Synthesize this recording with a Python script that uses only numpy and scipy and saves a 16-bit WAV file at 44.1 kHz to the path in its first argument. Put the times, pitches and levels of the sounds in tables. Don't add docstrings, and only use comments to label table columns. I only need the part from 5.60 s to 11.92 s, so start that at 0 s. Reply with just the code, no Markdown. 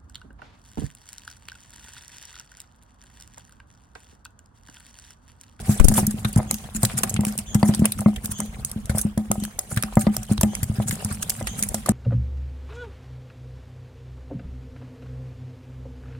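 import sys
import numpy as np
from scipy import signal
from scipy.fft import rfft, irfft, next_fast_len
from scipy.io import wavfile
from scipy.ndimage import uniform_filter1d, map_coordinates

SR = 44100
rng = np.random.default_rng(int(sys.argv[2]) if len(sys.argv) > 2 else 0)


def to_wav(s):
    ch = np.atleast_2d(s).T
    pcm = np.round(np.clip(ch, -1, 1) * 32767)
    wavfile.write(sys.argv[1], SR, pcm.astype(np.int16))


N = 278697

# t/s, air ring level/dB, bottom thud level/dB
LANDINGS = [(0.082, -28, -18.5), (0.0923, -10.5, -7.5), (0.1982, -11, -26), (0.28, -15, -12),
            (0.3014, -10, -27), (0.32, -15, -13), (0.3793, -10.5, -17.5), (0.4279, -15.5, -14.5),
            (0.4756, -18.5, -25), (0.5418, -18.5, -23), (0.6491, -17.5, -17), (0.7616, -16, -6.5),
            (0.779, -13.5, -10.5), (0.8586, -28, -27), (0.903, -26, -31), (0.9296, -23, -36),
            (1.15, -18.5, -44), (1.232, -13, -8), (1.3386, -23, -26), (1.4323, -18, -44), (1.538, -26, -18),
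            (1.548, -22, -18), (1.571, -37, -20), (1.591, -9, -14.5), (1.668, -14.5, -27),
            (1.786, -25, -35), (1.951, -9, -12), (2.03, -2.5, -10), (2.0547, -32, -28), (2.0905, -5.5, -12),
            (2.171, -22, -24), (2.1941, -15, -16), (2.2201, -6.5, -14.5), (2.3707, -21.5, -32),
            (2.396, -22, -24), (2.4599, -1.5, -15.5), (2.641, -23, -27), (2.6919, -23, -21.5),
            (2.7929, -19, -39), (2.8172, -22.5, -34), (3.0463, -34, -29), (3.1606, -19, -25),
            (3.296, -20, -10), (3.349, -18, -15), (3.45, -12, -18), (3.5749, -6.5, -15), (3.702, -15, -21),
            (3.7788, -22, -28), (3.8227, -18.5, -41), (4.123, -30, -18), (4.1695, -22, -11.5),
            (4.239, -16.5, -43), (4.3695, -6, -10.5), (4.4376, -25, -21.5), (4.4687, -5.5, -21),
            (4.5754, -22, -22), (4.713, -10, -15), (4.787, -33, -14), (4.8331, -4, -8.5),
            (5.0279, -30, -14.5), (5.097, -20, -13), (5.184, -22, -14), (5.199, -16.5, -18),
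            (5.258, -24, -22), (5.2956, -37, -20), (5.3264, -21, -27), (5.4482, -20.5, -17.5),
            (5.5117, -25, -20.5), (5.822, -28.5, -24), (6.0236, -21.5, -34), (6.1428, -19, -26),
            (6.2937, -7.5, -16)]
# f/Hz, relative density/dB per Hz
HISS_COLOUR = [(3500, -26), (5000, -8.5), (6500, -2.5), (8800, 4), (10500, 0), (12000, -15), (14000, -25)]
# f/Hz, relative density/dB per Hz
SIZZLE_COLOUR = [(9500, -12), (11500, -0.5), (14000, -4), (16000, -9.5)]


def amp(db):
    return np.exp(np.asarray(db) * float(np.log(10) / 20))


def unit(x):
    return x / np.sqrt(np.mean(x ** 2) + 1e-20)


def along(points, hz):
    f, v = np.transpose(points)
    return np.interp(np.log(hz + 1), np.log(f + 1), v)


def wobble(rate):
    return map_coordinates(rng.standard_normal(int(N * rate / SR) + 4), [np.arange(N) * rate / SR])


def filtered(x, response):
    m = next_fast_len(N + SR // 2)
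    return irfft(rfft(x, m) * response(np.fft.rfftfreq(m, 1 / SR)), m)[..., :N]


def rush(spectrum, grain_db=0, grain_rate=900, patchy_db=0):
    # f/Hz, left-right correlation (below zero counts as unrelated)
    likeness = [(60, 0.92), (130, 1), (290, 0.9), (640, 0.69), (1410, -0.22), (3100, -0.21), (6820, -0.74),
                (15000, -0.42)]
    turn = lambda hz: np.arccos(np.clip(along(likeness, hz), 0, 1)) / 2
    closed = [(1, -120)] + list(spectrum) + [(SR / 2, -120)]
    z = signal.stft(rng.standard_normal((2, N)), nperseg=256)[2]
    field = uniform_filter1d(rng.standard_normal(z.shape[1:]), size=4, axis=0)
    field = uniform_filter1d(field, size=5, axis=1)
    patchy = signal.istft(z * amp(patchy_db * unit(field)), nperseg=256)[1][:, :N]
    grainy = patchy * amp(grain_db * wobble(grain_rate))
    mid, side = filtered(grainy, lambda hz: amp(along(closed, hz)) * [np.cos(turn(hz)), np.sin(turn(hz))])
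    return unit(np.array([mid + side, mid - side]))


def ring(modes, t, scatter_db, detune):
    draw = rng.standard_normal((2, len(modes)))
    hz, db, t60 = np.transpose(modes)[:, :, None]
    hz = hz * (1 + detune * draw[0, :, None])
    level_db = np.float32(db + scatter_db * draw[1, :, None] - 60 * t / t60)
    phase = np.float32(2 * np.pi * hz * t)
    return -np.sum(amp(level_db) * np.sin(phase), axis=0)


def outdoors():
    # f/Hz, relative density/dB per Hz
    rumble_colour = [(15, -29), (28, -12), (42, -3), (50, 3.5), (62, -0.5), (95, -6), (220, -23),
                     (330, -24.5), (1100, -26.5), (3000, -33), (4500, -45.5), (6400, -40.5), (11000, -48),
                     (16000, -41)]
    level_db = -40 + wobble(2.24)
    return amp(level_db) * rush(rumble_colour, patchy_db=5.5)


def restless_db():
    # t/s, restlessness/dB
    wriggling = [(0.0, -45), (0.37, -41.5), (1.09, -56.5), (1.44, -42.5), (1.95, -53), (2.16, -43.5),
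                 (2.52, -53), (2.94, -54), (3.57, -56), (4.08, -55), (4.4, -52), (5.579, -45), (6.32, -48)]
    return np.interp(np.arange(N) / SR, *np.transpose(wriggling))


def squelch(count):
    when, pitch, size, side = rng.random((count, 4)).T[:, :, None]
    hz, t = 500 * 7 ** pitch, np.arange(400) / SR
    level_db = -7 * np.log(size + 0.025) - 6 * pitch - 23 * hz * t
    pops = amp(level_db) * np.sin(2 * np.pi * hz * t) * np.clip(hz * t, 0, 1)
    at = ((when * N).astype(int) + np.arange(400)).ravel()
    shares = (1.0 + side, 1.3 - side)
    return unit(np.array([np.bincount(at, (pops * share).ravel(), N + 400)[:N] for share in shares]))


def wriggle():
    # f/Hz, relative density/dB per Hz
    rub_colour = [(250, -42), (400, -3), (740, -4), (765, 6.5), (800, -8.5), (1300, -8), (3000, -9.5),
                  (5000, -12.5)]
    # f/Hz, relative density/dB per Hz
    stir_colour = [(60, -36), (100, -12.5), (170, -17), (210, -11), (245, -20), (330, -53)]
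    restless = restless_db()
    slither_db, rub_db, stir_db = restless - 1.5, restless - 1, restless + 9
    fidget = wobble(35)
    slither = rush(HISS_COLOUR, grain_db=4, grain_rate=400, patchy_db=3)
    slither = slither + 0.4 * rush(SIZZLE_COLOUR, grain_db=5, grain_rate=600, patchy_db=4)
    rub = rush(rub_colour, grain_db=-1.0, grain_rate=160, patchy_db=5.0) + 0.57 * squelch(count=700)
    stir = rush(stir_colour, grain_db=3.5, grain_rate=30)
    return amp(slither_db + 3.6 * fidget) * slither + amp(rub_db + 4.26 * fidget) * rub + amp(stir_db) * stir


def chance(count):
    odds = np.cumsum(amp(restless_db()))
    when = np.interp(rng.random(count), odds / odds[-1], np.arange(N) / SR)
    return np.column_stack([when, rng.standard_normal((count, 3))])


def thuds():
    # f/Hz, level/dB, t60/s
    air_modes = [(210.1, -2.5, 0.22), (187, -9, 0.089), (240, -9, 0.03), (290, -28, 0.2),
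                 (340.6, -30, 0.26)]
    # f/Hz, level/dB, t60/s
    bottom_modes = [(102.1, -1, 0.11), (129.8, -3.5, 0.1), (67, -21, 0.038)]
    nudge_db = -32.5
    out, t = np.zeros(N + SR), np.arange(SR // 4) / SR
    soft = 1 - np.exp(-t / 0.0022)
    late = np.clip(t - 0.001, 0, None)
    nudges = [(s, nudge_db + 4 * a, nudge_db + 2.5 + 4 * b) for s, a, b, c in chance(count=14)]
    for s, air_db, thud_db in [*LANDINGS, *nudges]:
        air = amp(air_db) * ring(air_modes, t, 0.39, 0.0079)
        bottom = amp(thud_db) * ring(bottom_modes, late, 0.84, 0.1)
        out[round(s * SR):][:len(t)] += soft * (air - bottom)
    restless = amp(2.2 * wobble(45))
    trimmed = filtered(restless * out[:N], lambda hz: (1j * hz / (1j * hz + 35)) ** 2)
    apart = np.array([[0.00012], [-0.00012]])
    return filtered(trimmed, lambda hz: np.exp(2j * np.pi * hz * apart)) * amp([[0.7], [-0.7]])


def raps():
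    # t/s, level/dB, f/Hz
    wall_raps = [(0.0936, -19, 730), (0.1982, -10, 1015), (0.2825, -21.5, 780), (0.3153, -19, 824),
                 (0.354, -21, 1090), (0.3801, -11, 890), (0.3888, -14.5, 780), (0.4316, -25, 814),
                 (0.6503, -22.5, 1250), (0.7699, -19, 830), (0.7911, -20, 700), (0.8007, -16.5, 800),
                 (0.9101, -20, 770), (1.2321, -17, 685), (1.238, -15.5, 750), (1.4357, -14, 1050),
                 (1.5919, -23, 860), (1.635, -20.5, 746), (1.6501, -23, 1160), (1.9448, -22, 895),
                 (1.9528, -23, 800), (2.0291, -7.5, 845), (2.0571, -25, 820), (2.0888, -25, 840),
                 (2.0969, -20.5, 706), (2.1128, -25, 670), (2.1405, -30, 790), (2.2194, -25.5, 660),
                 (2.2477, -21.5, 970), (2.2545, -20, 1070), (2.3895, -21.5, 1250), (2.4167, -23.5, 790),
                 (2.4604, -12.5, 1100), (2.8011, -21, 1000), (3.2956, -20, 1470), (3.3483, -21.5, 630),
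                 (3.3736, -22, 654), (3.5755, -19, 590), (3.7131, -14, 720), (3.7558, -22, 750),
                 (3.988, -22, 726), (4.116, -22.5, 1410), (4.1715, -21, 1210), (4.2333, -19, 1200),
                 (4.3708, -5, 723), (4.4676, -12, 620), (4.5663, -20.5, 680), (4.705, -28, 625),
                 (4.8111, -17, 970), (4.8331, -13, 630), (5.2, -16.5, 684), (5.8109, -17.5, 600),
                 (5.8709, -26.5, 1170), (6.1436, -15.5, 700), (6.2603, -18, 1170), (6.2872, -10.5, 660)]
    delay_s, spread_s, under_db, rattle_hz = 0.01, 0.015, 22, 760
    draw = rng.random((len(LANDINGS), 2))
    rattles = [(s + delay_s + spread_s * a, max(air, thud) - under_db, rattle_hz * 1.54 ** (b - 0.5))
               for (s, air, thud), (a, b) in zip(LANDINGS, draw) if s + delay_s + spread_s < N / SR]
    return [*wall_raps, *rattles]


def knocks():
    # f/Hz, level/dB, t60/s
    wall_modes = [(365.5, -23, 0.12), (554.3, -23, 0.12), (645, -13, 0.035), (761, -26, 0.25),
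                  (798, -32.5, 0.17), (942, -18.5, 0.039), (1232, -23.5, 0.078), (1707, -20, 0.02),
                  (2060, -25, 0.053)]
    out, t = np.zeros((2, N + SR)), np.arange(SR // 7) / SR
    contact = 1 - np.exp(-t / 0.00083)
    for s, db, hz in raps():
        shared = ring([(hz, 1.5, 0.014)], t, 0.6, 0.03) + ring(wall_modes, t, 3, 0.012)
        ports = np.array([shared + 0.8 * ring(wall_modes, t, 6.4, 0.0576) for port in range(2)])
        out[:, round(s * SR):][:, :len(t)] += amp(db) * contact * ports
    damping = amp(1.27 * wobble(60))
    return out[:, :N] * amp([[0.8], [-0.8]]) * damping


def wet_contacts():
    # t/s, hiss level/dB, smack level/dB, smack f/Hz, time to fall by 12 dB/ms
    slap_hits = [(0.1989, -21, -23, 1490, 11.5), (0.244, -14.5, -34, 3060, 10),
                 (0.2842, -8, -20.5, 4680, 5.5), (0.3394, -22, -32, 1500, 12),
                 (0.3712, -23, -31.5, 3290, 27), (0.4682, -13.5, -35.5, 1500, 3.5),
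                 (0.5095, -27.5, -41, 1440, 7.5), (0.648, -28, -21, 1425, 9), (0.73, -28.5, -52, 1490, 6),
                 (0.7606, -24, -32, 1480, 3.5), (0.776, -26.5, -35, 1500, 10.5),
                 (0.9118, -8, -19, 5650, 1.15), (0.943, -17, -29, 5340, 2.7), (0.985, -32, -41, 4000, 3),
                 (1.149, -31, -36, 2500, 4), (1.2315, -14.5, -25, 1440, 6.4),
                 (1.2509, -9.5, -18, 4460, 4.5), (1.3869, -15, -31, 1490, 5.8),
                 (1.4342, -11, -18, 1500, 6.5), (1.4956, -20, -38, 5600, 5), (1.5048, -24, -47, 5490, 1),
                 (1.542, -20.5, -31, 2690, 2), (1.564, -34, -24.5, 2600, 6.5),
                 (1.6086, -21.5, -36, 3020, 2.5), (1.6513, -14.5, -24, 2630, 1.7),
                 (1.668, -24, -36, 1520, 4), (1.725, -29, -55, 4000, 1), (1.7785, -18.5, -39, 5360, 4.5),
                 (1.7881, -20, -31.5, 2460, 6), (1.9462, -20.5, -28, 1536, 9.1),
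                 (2.0303, -29.5, -22, 1520, 2), (2.1377, -36, -29, 4680, 8.5),
                 (2.148, -24.5, -28.5, 5160, 6.5), (2.193, -29, -44, 1540, 12), (2.2448, -40, -26, 1570, 8),
                 (2.2556, -12, -19.5, 2180, 5), (2.3211, -18.5, -25, 4370, 4), (2.407, -25, -47, 4500, 5.5),
                 (2.5614, -28, -29.5, 2970, 5.5), (2.6577, -14.5, -34, 5340, 3),
                 (2.8035, -18, -27, 1480, 3), (2.86, -33.5, -46, 3980, 2), (3.049, -13.5, -35, 5020, 2),
                 (3.0964, -33, -50, 4260, 5), (3.1156, -23, -36, 5000, 2.5), (3.257, -30.5, -42, 4000, 4),
                 (3.2956, -30, -31.5, 1565, 17), (3.383, -16.5, -41, 5740, 4.1), (3.414, -17, -41, 5300, 5),
                 (3.5774, -26, -34, 1530, 3.5), (3.716, -8.5, -24.5, 2840, 1.3), (3.801, -31, -42, 4000, 3),
                 (3.8372, -26, -31, 4300, 5.5), (3.8516, -19.5, -29, 1505, 1.6),
                 (3.9916, -11.5, -28.5, 4310, 2.3), (4.144, -33, -44, 1500, 6), (4.1627, -28, -33, 1880, 8),
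                 (4.1734, -21.5, -19, 1610, 6.5), (4.226, -15, -24.5, 3140, 2),
                 (4.2362, -17.5, -18, 1540, 1.6), (4.355, -32, -44, 3000, 5), (4.371, -25, -46, 1500, 1),
                 (4.3939, -25, -39, 1500, 6.5), (4.468, -41, -28.5, 1500, 6), (4.5672, -14, -25, 1520, 1.5),
                 (4.6317, -28.5, -43, 3000, 5), (4.734, -27, -39, 1500, 3), (4.7794, -34, -21.5, 3630, 2),
                 (4.812, -9.5, -28.5, 1470, 3.8), (4.833, -14, -22, 1480, 2.7),
                 (4.9521, -15, -25.5, 2100, 2), (5.0313, -16.5, -30, 1895, 5),
                 (5.2943, -13.5, -39, 1590, 1), (5.31, -19, -21, 1910, 4.3), (5.3546, -25, -40, 1590, 3),
                 (5.4482, -14.5, -50, 5300, 1.7), (5.526, -23.5, -38, 2090, 4.5),
                 (5.6963, -8.5, -27.5, 5740, 3), (5.7028, -10, -22.5, 5000, 2.3),
                 (5.827, -33, -42, 3020, 2), (5.8711, -24.5, -22.5, 1840, 7.5), (6.0263, -8, -28, 3800, 2),
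                 (6.0343, -19, -28, 2090, 6.5), (6.0887, -17.5, -42, 2900, 2.9),
                 (6.1447, -10.5, -21.5, 5390, 3.5), (6.2611, -22, -27.5, 1375, 4.5),
                 (6.2918, -10.5, -22.5, 1500, 1.5)]
    # t of the peak/s, hiss level/dB, time to swell and again to fade by 12 dB/ms
    slides = [(0.114, -27, 37), (0.179, -36, 11), (.323, -27, 8), (.38, -15.5, 19.5), (.595, -39.5, 20),
              (.687, -32, 11), (1.1634, -25, 11), (1.226, -33, 17), (1.3794, -17, 5.5), (1.684, -30.5, 19),
              (2.06, -32, 14), (2.086, -26, 12.5), (2.39, -30, 7), (2.648, -28, 10), (2.718, -24.5, 7.5),
              (2.789, -32, 6.5), (3.36, -29.5, 9.5), (3.391, -21.5, 13), (4.119, -30, 16), (4.416, -23, 12),
              (4.547, -33, 12), (4.724, -29.5, 6.5), (5.041, -24.5, 2), (5.285, -26, 12), (5.328, -30, 16),
              (5.548, -34, 11), (5.6284, -18, 5), (5.993, -26.5, 14)]
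    rise_ms = 0.91
    slide_smack_under_db, slide_smack_hz = 13, 1505
    tick_db, tick_ms = -41, 4
    hits = [(s, hiss, smack, hz, rise_ms, ms) for s, hiss, smack, hz, ms in slap_hits]
    strokes = [(s, hiss, hiss - slide_smack_under_db, slide_smack_hz, ms, ms) for s, hiss, ms in slides]
    ticks = [(s, tick_db + 3 * a, tick_db - 7.5 + 3 * b, 2500 * 1.8 ** np.clip(c, -2, 2), rise_ms, tick_ms)
             for s, a, b, c in chance(count=14)]
    return hits + strokes + ticks


def slaps():
    # f/Hz, relative density/dB per Hz
    smack_colour = [(500, 2), (1200, -0.5), (2500, 4), (4000, 0.5), (6000, -7.5)]
    sizzle_under_db, sizzle_scatter_db = 7.5, 0.5
    lead = SR // 20
    power, smack = np.zeros((3, 2, N + SR)), np.zeros((2, N + SR))
    t = np.arange(-SR // 20, SR // 8) / SR
    for s, hiss_db, smack_db, smack_hz, rise_ms, fall_ms in wet_contacts():
        here = slice(round(s * SR), round(s * SR) + len(t))
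        sizzle_db = hiss_db - sizzle_under_db + sizzle_scatter_db * rng.standard_normal()
        burst = amp(12 * np.where(t < 0, t / rise_ms, -t / fall_ms) * 1000)
        burst = burst + (t > 0) * amp(-26.5 - 60 * t / 0.29)
        pan_db = rng.normal(0, 0.33) * np.array([1, -1])
        level = amp(np.array([hiss_db, smack_db - 2, sizzle_db])[:, None] + pan_db)
        power[..., here] += (level[..., None] * burst) ** 2
        slow = uniform_filter1d(rng.standard_normal((2, 2, len(t))), size=int(2.5 * SR / smack_hz))
        slow = uniform_filter1d(slow, size=int(SR / smack_hz))
        turn = 2 * np.pi * smack_hz * t
        pop = slow[0] * np.cos(turn) + slow[1] * np.sin(turn)
        smack[:, here] += amp(smack_db - 2.5) * burst * unit(pop)
    levels = np.sqrt(power[..., lead:][..., :N])
    colours = (HISS_COLOUR, smack_colour, SIZZLE_COLOUR)
    spray = sum(level * rush(colour, grain_db=2.5, grain_rate=1200, patchy_db=4.5)
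                for level, colour in zip(levels, colours))
    return spray + smack[:, lead:][:, :N]


def bird():
    # t/s, length/s, f/Hz, fundamental level/dB, octave level/dB
    cheeps = [(0.871, 0.064, 3260, -47.5, -40.5), (1.858, 0.055, 3230, -43, -39),
              (2.729, 0.063, 3190, -42, -37), (3.795, 0.034, 3240, -47, -42),
              (4.876, 0.085, 3180, -47, -46.5), (5.858, 0.041, 3260, -39.5, -34)]
    call = np.zeros(N + SR)
    for s, length, hz, db, octave_db in cheeps:
        t = np.arange(round(length * SR)) / SR
        waver = unit(uniform_filter1d(rng.standard_normal(len(t)), size=200))
        sweep = hz * (1.02 - 0.0282 * t / length + 0.0532 * waver)
        phase = 2 * np.pi * np.cumsum(sweep) / SR
        voice = amp(db) * np.sin(phase) + amp(octave_db) * np.sin(2 * phase)
        call[round(s * SR):][:len(t)] += np.sin(np.pi * t / length) ** 0.083 * voice
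    echoes = rng.standard_normal((2, SR // 2)) * amp(-60 * np.arange(SR // 2) / SR / 0.42)
    return signal.fftconvolve(call[None], echoes / np.linalg.norm(echoes[0]), axes=1)[:, :N]


def scene():
    return outdoors() + wriggle() + thuds() + knocks() + slaps() + bird()


def record(dry):
    # from t/s, to t/s, step size (linear)
    overloads = [(.2015, .2122, 1.1), (.2448, .2533, 1.4)]
    top_hz = 16500
    t = np.arange(N) / SR
    edge = lambda s: np.clip((t - s) / 0.0011, 0, 1)
    held = sum(size * (edge(start) - edge(stop)) for start, stop, size in overloads)
    dazed = np.interp(t, [0.2, 0.203, 0.256, 0.29], [0.94, 0.073, 0.044, 0.92])
    sag = filtered(held, lambda hz: (1j * hz / (1j * hz + 2.4)) ** 2)
    wet = np.array([dazed * dry[0] + sag, dry[1]])
    wet = wet / (1 + np.abs(wet / 1.02) ** 8) ** (1 / 8)
    return filtered(wet, lambda hz: hz < top_hz)


dry = scene()
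out = record(dry)
to_wav(out)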